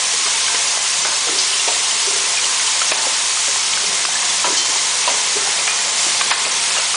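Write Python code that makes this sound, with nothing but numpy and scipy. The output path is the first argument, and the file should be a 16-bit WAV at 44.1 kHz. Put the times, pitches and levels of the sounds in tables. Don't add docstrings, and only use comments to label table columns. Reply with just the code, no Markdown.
import sys
import numpy as np
from scipy import signal
from scipy.fft import rfft, irfft
from scipy.io import wavfile
from scipy.ndimage import uniform_filter1d

SR = 44100
rng = np.random.default_rng(int(sys.argv[2]) if len(sys.argv) > 2 else 0)


def undo_db(level):
    steps = np.asarray(level, float) / 20
    return 10 ** steps


def unload_audio(sound):
    columns = np.transpose(np.atleast_2d(sound))
    steps = np.round(np.clip(columns, -1, 1) * 32767)
    wavfile.write(sys.argv[1], SR, steps.astype(np.int16))


N = 306915
THIN_FROM_HZ = 5000
CYCLE_S = 3.396


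def evened(x):
    return x / np.sqrt(np.mean(x ** 2) + 1e-20)


def drift(count, span):
    noise = rng.standard_normal(count)
    return evened(uniform_filter1d(uniform_filter1d(noise, span), span))


def curve(rows):
    return np.interp(np.arange(N) / SR, *np.transpose(rows))


def add(mix, s, sound):
    part = mix[round(s * SR):][:len(sound)]
    part += sound[:len(part)]


def coloured(x, spectrum, patchy_db, size):
    hz, _, z = signal.stft(x, SR, nperseg=size)
    f, db = np.transpose(spectrum)
    patches = evened(uniform_filter1d(uniform_filter1d(rng.standard_normal(z.shape), 5, 0), 5, 1))
    shape_db = np.interp(np.log(hz + 1), np.log(f + 1), db)[:, None] + patchy_db * patches
    return evened(signal.istft(z * undo_db(shape_db), SR, nperseg=size)[1][:N])


def resonate(x, hz, width_hz):
    r = np.exp(-np.pi * width_hz / SR)
    return signal.lfilter([1, 0, -1], [1, -2 * r * np.cos(2 * np.pi * hz / SR), r * r], x)


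def mode_comb(x, depth_db, width_hz):
    z = rfft(x)
    ripple = drift(len(z), int(width_hz * N / SR))
    return evened(irfft(z * undo_db(depth_db * ripple), N))


def hall():
    # (time [s], level [dB])
    rumble_level = [(0.0, -30.5), (0.39, -31.5), (0.6, -30), (1.45, -32), (2.29, -29), (2.81, -30.5),
                    (3.0, -28.5), (3.35, -31.5), (4.13, -29), (4.38, -30), (4.86, -29.5), (5.6, -27.5),
                    (5.83, -28.5), (6.42, -28), (6.96, -29.5)]
    # (frequency [Hz], density [dB per Hz])
    rumble_colour = [(29, -70), (50, -45), (78, -29), (120, -17.5), (160, -17.5), (227, -16.5), (414, -9.5),
                     (530, -5), (679, -5), (968, 0.5), (1050, -3.5), (1340, -5.5), (2000, -3.5),
                     (2600, -13.5), (4400, -120)]
    # (time [s], level [dB])
    drone_level = [(0.0, -55), (0.27, -59), (1.24, -55.5), (2.13, -75), (2.3, -64), (3.55, -59),
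                   (4.34, -49.5), (4.84, -61), (6.59, -53), (6.96, -59)]
    noise = mode_comb(rng.standard_normal(N), depth_db=3.0, width_hz=6.5)
    rumble = coloured(noise, rumble_colour, patchy_db=1.38, size=1024)
    drone = evened(resonate(resonate(rng.standard_normal(N), 185, 40), 206, 60))
    return undo_db(curve(rumble_level)) * rumble + undo_db(curve(drone_level) + 2.0) * drone


def walls(x):
    t = np.arange(SR // 2) / SR
    echoes = rng.choice([-1., 1.], len(t)) * (rng.random(len(t)) < .05) * (t > .012)
    tail = signal.lfilter(*signal.butter(1, 3000, fs=SR), echoes * undo_db(-60 * t / 0.7))
    return signal.fftconvolve(x, tail / np.linalg.norm(tail))[:N]


def blows(rows, rise_ms, ragged, spread, crack_db, gain_db):
    out, t = np.zeros(N), np.arange(9000) / SR
    chance = rng.standard_normal((len(rows), 8 + len(t)))
    for (s, db, hz, t60), c in zip(rows, chance):
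        near = sum(np.sin(2 * np.pi * hz * np.exp(spread * c[k]) * t + 2 * c[4 + k]) for k in range(4))
        scrape_band = signal.butter(2, [hz / 1.41, hz * 2.08], "bandpass", fs=SR)
        scrape = evened(signal.lfilter(*scrape_band, c[8:]))
        crack_band = signal.butter(2, [hz / 1.18, hz * 1.84], "bandpass", fs=SR)
        crack = evened(signal.lfilter(*crack_band, c[:7:-1]))
        body = np.sin(2 * np.pi * hz * t)
        sound = np.sqrt(1 - ragged) * body + np.sqrt(ragged) * (0.34 * near + 0.54 * scrape)
        sound += undo_db(crack_db) * ragged * crack * np.exp(-t / 0.018)
        rise = (rise_ms + 0.5 * max(-22 - db, 0)) / 1000
        onset = np.sin(np.pi / 2 * np.minimum(t / rise, 1)) ** 2
        shape = onset * undo_db(-60 * np.maximum(t - rise, 0) / t60)
        strength = np.sqrt(2 * np.sum((shape * sound) ** 2) / np.sum(shape ** 2))
        add(out, s, undo_db(db + gain_db) * shape * sound / strength)
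    return out


def cylinder_thuds():
    # (time [s], peak [dB], body [Hz], t60 [s])
    thud_rows = [(0.255, -28.5, 440, 0.049), (0.542, -26, 427, 0.07), (2.228, -39, 353, 0.078),
                 (1.043, -33, 388, 0.13), (1.123, -27, 600, 0.039), (1.268, -24, 470, 0.2),
                 (1.29, -28, 330, 0.12), (1.3, -36, 290, 0.1), (1.674, -21, 484, 0.096),
                 (1.702, -30, 410, 0.095), (1.744, -44, 295, 0.054), (2.105, -28, 414, 0.058),
                 (2.159, -27, 405, 0.04), (3.055, -37, 293, 0.051), (3.476, -24.5, 517, 0.073),
                 (2.932, -30, 506, 0.054), (3.833, -28, 441, .091), (3.875, -34, 194, 0.16),
                 (4.472, -35, 305, 0.17), (4.522, -27, 330, 0.09), (4.555, -37, 348, .07),
                 (4.482, -30, 600, .07), (4.692, -35, 300, .07), (6.33, -30, 543, 0.12),
                 (6.45, -31, 413, .07), (0.275, -27, 600, 0.026), (4.756, -31, 388, 0.065),
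                 (5.108, -30.5, 430, 0.15), (6.063, -28, 337, 0.12), (6.254, -38, 226, 0.073),
                 (6.782, -22, 610, 0.086)]
    return blows(thud_rows, rise_ms=3.8, ragged=0.93, spread=0.061, crack_db=-3.0, gain_db=0.0)


def cushioned_stops():
    # (time [s], peak [dB], body [Hz], t60 [s])
    stop_rows = [
        (0.13, -27, 470, 0.036),
        (1.32, -32, 388, 0.15),
        (2.068, -24.5, 394.4, 0.1),
        (4.468, -26, 385, 0.06),
        (4.495, -24.5, 388, 0.062),
        (5.353, -26, 379, 0.045),
        (5.363, -21, 403, 0.036),
    ]
    return blows(stop_rows, rise_ms=7.8, ragged=0.22, spread=0.045, crack_db=0.0, gain_db=1.0)


def machine_frame(thuds):
    # (frequency [Hz], width [Hz], level [dB])
    frame_modes = [(388, 4.8, 1.5), (429, 15, -6.5), (315, 7.6, -16.5), (290, 11, 1)]
    return sum(undo_db(db + 3.0) * np.pi * width_hz / SR * resonate(thuds, hz, width_hz)
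               for hz, width_hz, db in frame_modes)


def slide_knocks():
    # (time [s], peak [dB], body [Hz], t60 [s])
    knock_rows = [(0.262, -19, 1150, 0.031), (0.272, -24, 806, 0.027), (1.047, -22, 1494, 0.077),
                  (4.447, -26, 1540, 0.16), (4.464, -24.5, 1060, 0.12), (0.48, -16, 1540, 0.022),
                  (0.545, -20, 1000, .036), (0.555, -20, 1750, 0.039), (0.773, -26, 1647, 0.032),
                  (1.116, -29, 1590, .067), (1.285, -22, 1390, 0.049), (1.7, -31, 1080, 0.048),
                  (1.762, -28, 950, .046), (3.558, -21, 800, 0.013), (3.773, -20, 1500, .039),
                  (4.086, -20, 760, 0.03), (4.226, -21, 1045, 0.045), (4.256, -23, 1050, 0.043),
                  (4.409, -31, 1490, .035), (4.755, -22, 936, 0.037), (5.47, -25, 824, .1),
                  (2.914, -20.5, 1180, 0.059), (6.324, -20, 850, 0.06), (6.362, -26, 990, .09),
                  (6.764, -21, 1056, 0.044), (5.075, -32, 1660, .036), (5.674, -24.5, 737, 0.058),
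                  (6.31, -17, 1740, 0.024), (0.258, -36, 1450, .03), (6.797, -21, 1430, 0.021),
                  (6.941, -15.5, 1220, 0.052)]
    return blows(knock_rows, rise_ms=2.4, ragged=0.69, spread=0.083, crack_db=-12.0, gain_db=3.0)


def twice(rows):
    first = [(s, db, hz, t60) for s, db, _, hz, t60 in rows]
    second = [(s + CYCLE_S, db, hz, t60) for s, _, db, hz, t60 in rows]
    return first + second


def press():
    # (time [s], peak [dB], peak a cycle later [dB], body [Hz], t60 [s])
    press_rows = [(1.049, -24, -24.5, 870, 0.12), (1.05, -29, -21.5, 572, 0.16),
                  (1.078, -30, -36, 697, 0.11), (1.678, -32, -16, 620, 0.11),
                  (1.684, -21.5, -22, 676, 0.14), (1.68, -21, -18, 2715, 0.12), (2, -20, -30, 3430, 0.037),
                  (2.917, -21, -10.5, 942, 0.068), (2.917, -16.5, -23, 620, 0.056),
                  (2.916, -15.5, -18.5, 2530, 0.14), (2.955, -22, -32, 856, 0.067),
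                  (3.068, -20.5, -20.5, 535, 0.048)]
    # (time [s], peak [dB], peak a cycle later [dB], body [Hz], t60 [s])
    latch_rows = [
        (1.0465, -20, -14, 1250, 0.035),
        (2.815, -13, -8.5, 1277, 0.023),
        (3.371, -19, -17.5, 1260, 0.03),
    ]
    strokes = blows(twice(press_rows), rise_ms=2.7, ragged=0.83, spread=0.072, crack_db=-7.0, gain_db=3.0)
    latches = blows(twice(latch_rows), rise_ms=1.9, ragged=0.59, spread=0.066, crack_db=-23, gain_db=2.5)
    return strokes + latches


def part_pings():
    # (time [s], peak [dB], body [Hz], t60 [s])
    ping_rows = [(0.463, -13.5, 3070, 0.029), (0.673, -17, 4830, 0.039), (1.596, -17, 3450, .05),
                 (1.528, -20, 2760, 0.035), (1.529, -15.5, 3040, 0.049), (1.594, -15, 2790, 0.054),
                 (1.68, -19, 930, 0.1), (1.724, -18, 2770, .036), (1.907, -13, 3050, 0.049),
                 (2.371, -12, 2470, 0.042), (2.386, -17, 2380, 0.048), (2.438, -16.5, 2860, 0.046),
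                 (2.438, -18, 3060, .046), (2.596, -20, 1530, 0.049), (2.673, -15.5, 3030, 0.051),
                 (4.054, -12.5, 4940, 0.029), (4.153, -19, 1740, 0.08), (4.295, -18, 3490, 0.11),
                 (4.443, -18, 978, 0.25), (4.547, -23, 1680, .061), (5.075, -17, 947, 0.11),
                 (5.414, -23, 1356, 0.065), (6.707, -17, 2580, .03), (6.308, -17, 3600, 0.064),
                 (6.776, -16, 2820, 0.058)]
    return blows(ping_rows, rise_ms=3.3, ragged=0.16, spread=.05, crack_db=-13.5, gain_db=0.5)


def gripper_clicks():
    # (time [s], peak [dB], body [Hz], t60 [s])
    click_rows = [(0.547, -15, 3030, 0.06), (0.86, -21, 2750, 0.037), (2.251, -19, 2620, .035),
                  (3.519, -19.5, 3900, .042), (3.703, -17, 5170, 0.037), (3.735, -10.5, 3040, 0.026),
                  (3.928, -10.5, 5750, 0.028), (4.051, -16.5, 2680, 0.039), (4.395, -17, 2360, .038),
                  (4.486, -28, 2560, 0.044), (5.6755, -10, 2384, 0.036), (5.688, -19, 2430, 0.053),
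                  (5.788, -16, 1900, 0.038), (6.021, -25, 5800, 0.025), (6.451, -11.5, 2520, .035),
                  (5.676, -22.5, 1960, 0.039), (6.308, -13, 2064, 0.042), (6.316, -20, 3100, 0.062),
                  (6.334, -19, 2060, 0.065), (2.816, -15, 3020, 0.045), (2.538, -17, 2570, 0.046),
                  (2.596, -17.5, 2200, .04), (4.45, -15, 3080, .04), (0.479, -17, 3060, 0.027),
                  (5.588, -18, 2440, 0.083), (6.796, -17, 3990, .04)]
    return blows(click_rows, rise_ms=1.2, ragged=0.56, spread=0.064, crack_db=-11, gain_db=-0.5)


def valve_snaps():
    # (time [s], peak [dB], t60 [s])
    snap_rows = [
        (0.773, -2.5, 0.12),
        (2.816, -8, 0.054),
        (2.913, -2, 0.04),
        (2.922, -1.5, 0.1),
        (4.051, -0.5, 0.04),
        (5.075, -4, 0.092),
        (5.676, -16, .05),
        (6.305, -2.5, 0.11),
        (6.311, 5, 0.072),
        (6.321, -6, 0.08),
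    ]
    out, t = np.zeros(N), np.arange(5000) / SR
    band = signal.butter(2, [600, 4200], "bandpass", fs=SR)
    for s, db, t60 in snap_rows:
        puff = evened(signal.lfilter(*band, rng.standard_normal(len(t))))
        add(out, s, undo_db(db - 15.5 - 60 * t / t60) * puff * np.minimum(t / 0.0007, 1))
    return out


def metal_ticks():
    # (time [s], peak [dB], centre [Hz])
    tick_rows = [(0.308, -13, 3500), (0.48, -12, 2200), (0.549, -12, 3000), (0.7732, -14, 2500),
                 (2.913, -14, 3500), (2.9162, -7, 2600), (2.9208, -14, 2200), (2.923, -11, 1800),
                 (4.0527, -5.5, 3000), (4.057, -7, 4500), (1.6815, -12, 2500), (1.69, -12, 2800),
                 (1.595, -12.5, 3000), (1.909, -14, 3000), (4.0922, -12, 5000), (4.4435, -9, 1300),
                 (5.0758, -13, 1500), (5.679, -4, 2300), (6.313, -15, 2200), (6.3226, -5, 2800),
                 (6.379, -11, 4500)]
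    out, t = np.zeros(N), np.arange(200) / SR
    for s, db, hz in tick_rows:
        add(out, s, -undo_db(db + 4.0) * np.sin(2 * np.pi * hz * t) * np.exp(-1.8 * hz * t))
    return signal.lfilter(*signal.butter(3, 550, "highpass", fs=SR), out)


def plate_rings():
    # (time [s], peak [dB])
    strikes = [
        (1.385, -11.5),
        (4.569, -3),
        (5.6794, -12.5),
    ]
    # (frequency [Hz], level [dB], t60 [s])
    plate_modes = [
        [(4064, -4, .5), (4237, 3, 0.4), (4624, 9, 0.2), (4791, 1, .5), (5211, 8, 0.26), (6218, -2, 0.4),
         (5841, 1, 0.5), (6379, 5, 0.16)],
        [(3106, -3, 0.6), (3478, -12, .6), (4237, -4, .45), (2880, -15, .35), (4619, -2, 0.25), (4979, -6, .2),
         (5469, -8, 0.6), (5846, -2, 0.3), (6309, -10, 0.4), (6514, -5, 0.3), (7650, -4, 0.16)],
        [(2440, 2, 0.9), (2300, -7, .2), (2060, -5, .15), (1647, -2, 0.2), (1270, -1, 0.32)],
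    ]
    out, t = np.zeros(N), np.arange(SR // 2) / SR
    for (s, db), modes in zip(strikes, plate_modes):
        for hz, mode_db, t60 in modes:
            flutter_db = drift(len(t), 300)
            tone = np.sin(2 * np.pi * (hz * t + rng.random()))
            tone *= undo_db(db - 14.0 + mode_db + flutter_db - 60 * t / t60)
            add(out, s, tone * np.minimum(t / 0.0036, 1))
    return out


def tinkles():
    sample = np.arange(1800)
    when, pitch, size = rng.random((2200, 3)).T[:, :, None]
    hz, t = 1900 + 7800 * pitch, sample / SR
    ring = undo_db(5.9 * size) * np.sin(2 * np.pi * hz * t)
    ring *= np.minimum(t / 0.0026, 1) * undo_db(-60 * t / 0.16)
    places = (when * N).astype(int) + sample
    return evened(np.bincount(places.ravel(), ring.ravel())[:N])


def feeders():
    # (time [s], level [dB])
    load_level = [(0.0, -20), (0.45, -19.5), (0.68, -20), (0.95, -20), (1.25, -20.5), (1.4, -19.5),
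                  (2.3, -20), (2.8, -19.5), (3.3, -20), (3.8, -20.5), (4.53, -20), (4.62, -22),
                  (4.72, -20.5), (5.3, -20), (5.92, -21), (6.03, -19), (6.6, -19.5), (6.96, -19)]
    # (frequency [Hz], density [dB per Hz])
    rattle_colour = [(710, -36.5), (1200, -4.5), (1410, -8), (2100, -2), (2470, -0.5), (2860, 1.5),
                     (6740, 2), (9670, -1.5), (10100, -2.5), (10400, -86), (13500, -20), (22000, -120)]
    # (frequency [Hz], width [Hz], level [dB])
    bowl_modes = [(399, 24, -51.5), (697, 9.8, -47), (1050, 41, -39.5), (2145, 70, -47), (3100, 30, -58.5),
                  (5800, 1300, -38), (6680, 300, -43), (7400, 320, -45.5)]
    # (time [s], extra level [dB])
    bowl_freedom = [(0, -1), (.3, 0), (.62, 2.5), (1.1, 1), (1.5, -2), (2.15, 1.5), (2.8, 2.5), (3.1, -5),
                    (3.4, 4.5), (3.9, 1), (4.45, 3), (4.7, 8.5), (4.95, 3.5), (5.3, 1), (5.9, 2), (6.05, 4),
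                    (6.4, -8.5), (6.96, -3)]
    # (time [s], level [dB])
    shaft_level = [(0, -61), (.5, -55), (.9, -57), (1.3, -56), (1.6, -66), (2.2, -67), (2.9, -67),
                   (3.5, -65), (3.7, -60), (4.3, -56.5), (5.1, -54.5), (5.5, -70), (6.1, -51), (6.5, -56),
                   (6.96, -55)]
    t = np.arange(N) / SR
    stroke = 2 * np.pi * 100.15 * t
    throb = 1 + .035 * np.cos(stroke) + .018 * np.cos(2 * stroke + 1.3)
    sizes = undo_db(2.2 * np.minimum(rng.exponential(1, N), 4)) * rng.choice([-1., 1.], N)
    impacts = evened(sizes * (rng.random(N) < 5000 / SR))
    surge_db = 0.21 * evened(uniform_filter1d(rng.standard_normal(N), 900))
    jostle = mode_comb(0.39 * impacts + rng.standard_normal(N), depth_db=0.5, width_hz=26)
    shake = throb * undo_db(surge_db) * jostle + undo_db(-14.5) * tinkles()

    load = undo_db(curve(load_level))
    rattle = undo_db(1.5) * load * coloured(shake, rattle_colour, patchy_db=-0.03, size=256)
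    free_db = curve(bowl_freedom)
    bowls = np.zeros(N)
    for hz, width_hz, db in bowl_modes:
        wall_db = db + (hz > THIN_FROM_HZ) * free_db
        bowls += undo_db(wall_db) * evened(resonate(shake, hz, width_hz))

    wobble = drift(N, 6000)
    hum = undo_db(-56 + 1.1 * wobble) * np.sqrt(2) * np.sin(stroke)
    shaft_db = curve(shaft_level) - 1.4 - 1.5 * wobble[::-1]
    shaft = undo_db(shaft_db) * np.sqrt(2) * np.sin(2 * np.pi * 147.5 * t)
    return rattle + bowls * load / np.mean(load) + hum + shaft


def scene():
    thuds = cylinder_thuds() + cushioned_stops()
    hits = thuds + machine_frame(thuds) + slide_knocks() + press() + part_pings()
    hits += gripper_clicks() + valve_snaps() + metal_ticks()
    plates = plate_rings()
    echoes = undo_db(-14.0) * walls(hits + 0.5 * plates)
    mono = hall() + echoes + hits + plates + feeders()
    return np.array([mono, mono])


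def gain_control(x):
    # (time [s], depth [dB], recovery [s])
    dip_rows = [
        (0.78, 4.5, 0.023),
        (2.385, 1.5, 0.031),
        (2.92, 4, 0.045),
        (4.057, 3, 0.06),
        (5.8, 0.5, 0.033),
        (6.225, 1.5, 0.068),
        (6.312, 3, 0.12),
        (6.455, 1.5, 0.041),
        (6.79, 1.5, 0.16),
    ]
    t, dip_db = np.arange(N) / SR, np.zeros(N)
    for s, depth_db, back_s in dip_rows:
        after = np.maximum(t - s, 0)
        dip_db += depth_db * (1 - np.exp(-after / 0.0015)) * np.exp(-after / back_s)
    return x * undo_db(-dip_db)


def thinned(x, under_db, from_hz):
    window = np.sqrt(np.hanning(385)[1:])
    hz, _, z = signal.stft(x, SR, window=window, nperseg=384)
    energy = abs(z) ** 2
    nearby = uniform_filter1d(energy, 5, 0)
    loudness = (energy.mean(0) / energy.mean()) ** 0.59
    masker = loudness * np.mean(energy, 1, keepdims=True)
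    heard = (nearby > masker * undo_db(2 * under_db)) | (hz[:, None] < from_hz)
    return signal.istft(z * heard, SR, window=window, nperseg=384)[1][:N]


def side_patches():
    # (time [s], low edge [Hz], high edge [Hz], side level [dB])
    patch_rows = [(0.01, 6700, 8000, -33), (0.069, 6240, 8330, -30), (0.187, 6820, 8900, -30),
                  (0.395, 7530, 9000, -31), (1.027, 5730, 6930, -27), (1.163, 5200, 6300, -29.4),
                  (1.723, 6240, 7560, -32), (1.931, 6240, 7560, -27), (2.021, 4600, 5740, -32),
                  (2.234, 6910, 8400, -30), (3.044, 7530, 9710, -30), (3.763, 5180, 6300, -32),
                  (5.319, 7530, 9660, -29.5), (5.925, 6240, 7470, -29), (6.413, 7530, 9020, -30)]
    side, hz = np.zeros(N + 1024), np.fft.rfftfreq(2048, 1 / SR)
    fade = signal.windows.kaiser_bessel_derived(2048, 4 * np.pi)
    for s, low_hz, high_hz, db in patch_rows:
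        patch = irfft(rfft(rng.standard_normal(2048)) * (hz > low_hz) * (hz < high_hz))
        add(side, s, undo_db(db + 1.0) * evened(patch) * fade)
    return side[1024:] * np.array([[1], [-1]])


def splash():
    # (time [s], peak [dB], low edge [Hz])
    splash_rows = [
        (2.9166, -38, 11600),
        (4.0529, -45, 13000),
    ]
    out = np.zeros(N)
    for s, db, low_hz in splash_rows:
        needle = signal.firwin(401, [low_hz, 15800], pass_zero=False, window=("kaiser", 8), fs=SR)
        add(out, s - 200 / SR, undo_db(db) * needle / needle.max())
    return out


def top_cut(x):
    return signal.sosfilt(signal.butter(12, 16000, fs=SR, output="sos"), x)


def record(dry):
    x = signal.lfilter(*signal.butter(1, 50, "highpass", fs=SR), gain_control(dry[0]))
    x = thinned(x, under_db=-3.5, from_hz=THIN_FROM_HZ) + side_patches()
    band_limit = signal.firwin(1023, 10150, window=("kaiser", 10), fs=SR)
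    x = signal.oaconvolve(np.clip(x, -.7, .7), band_limit[None], "same")
    return top_cut(x + splash())


dry = scene()
out = record(dry)
unload_audio(out)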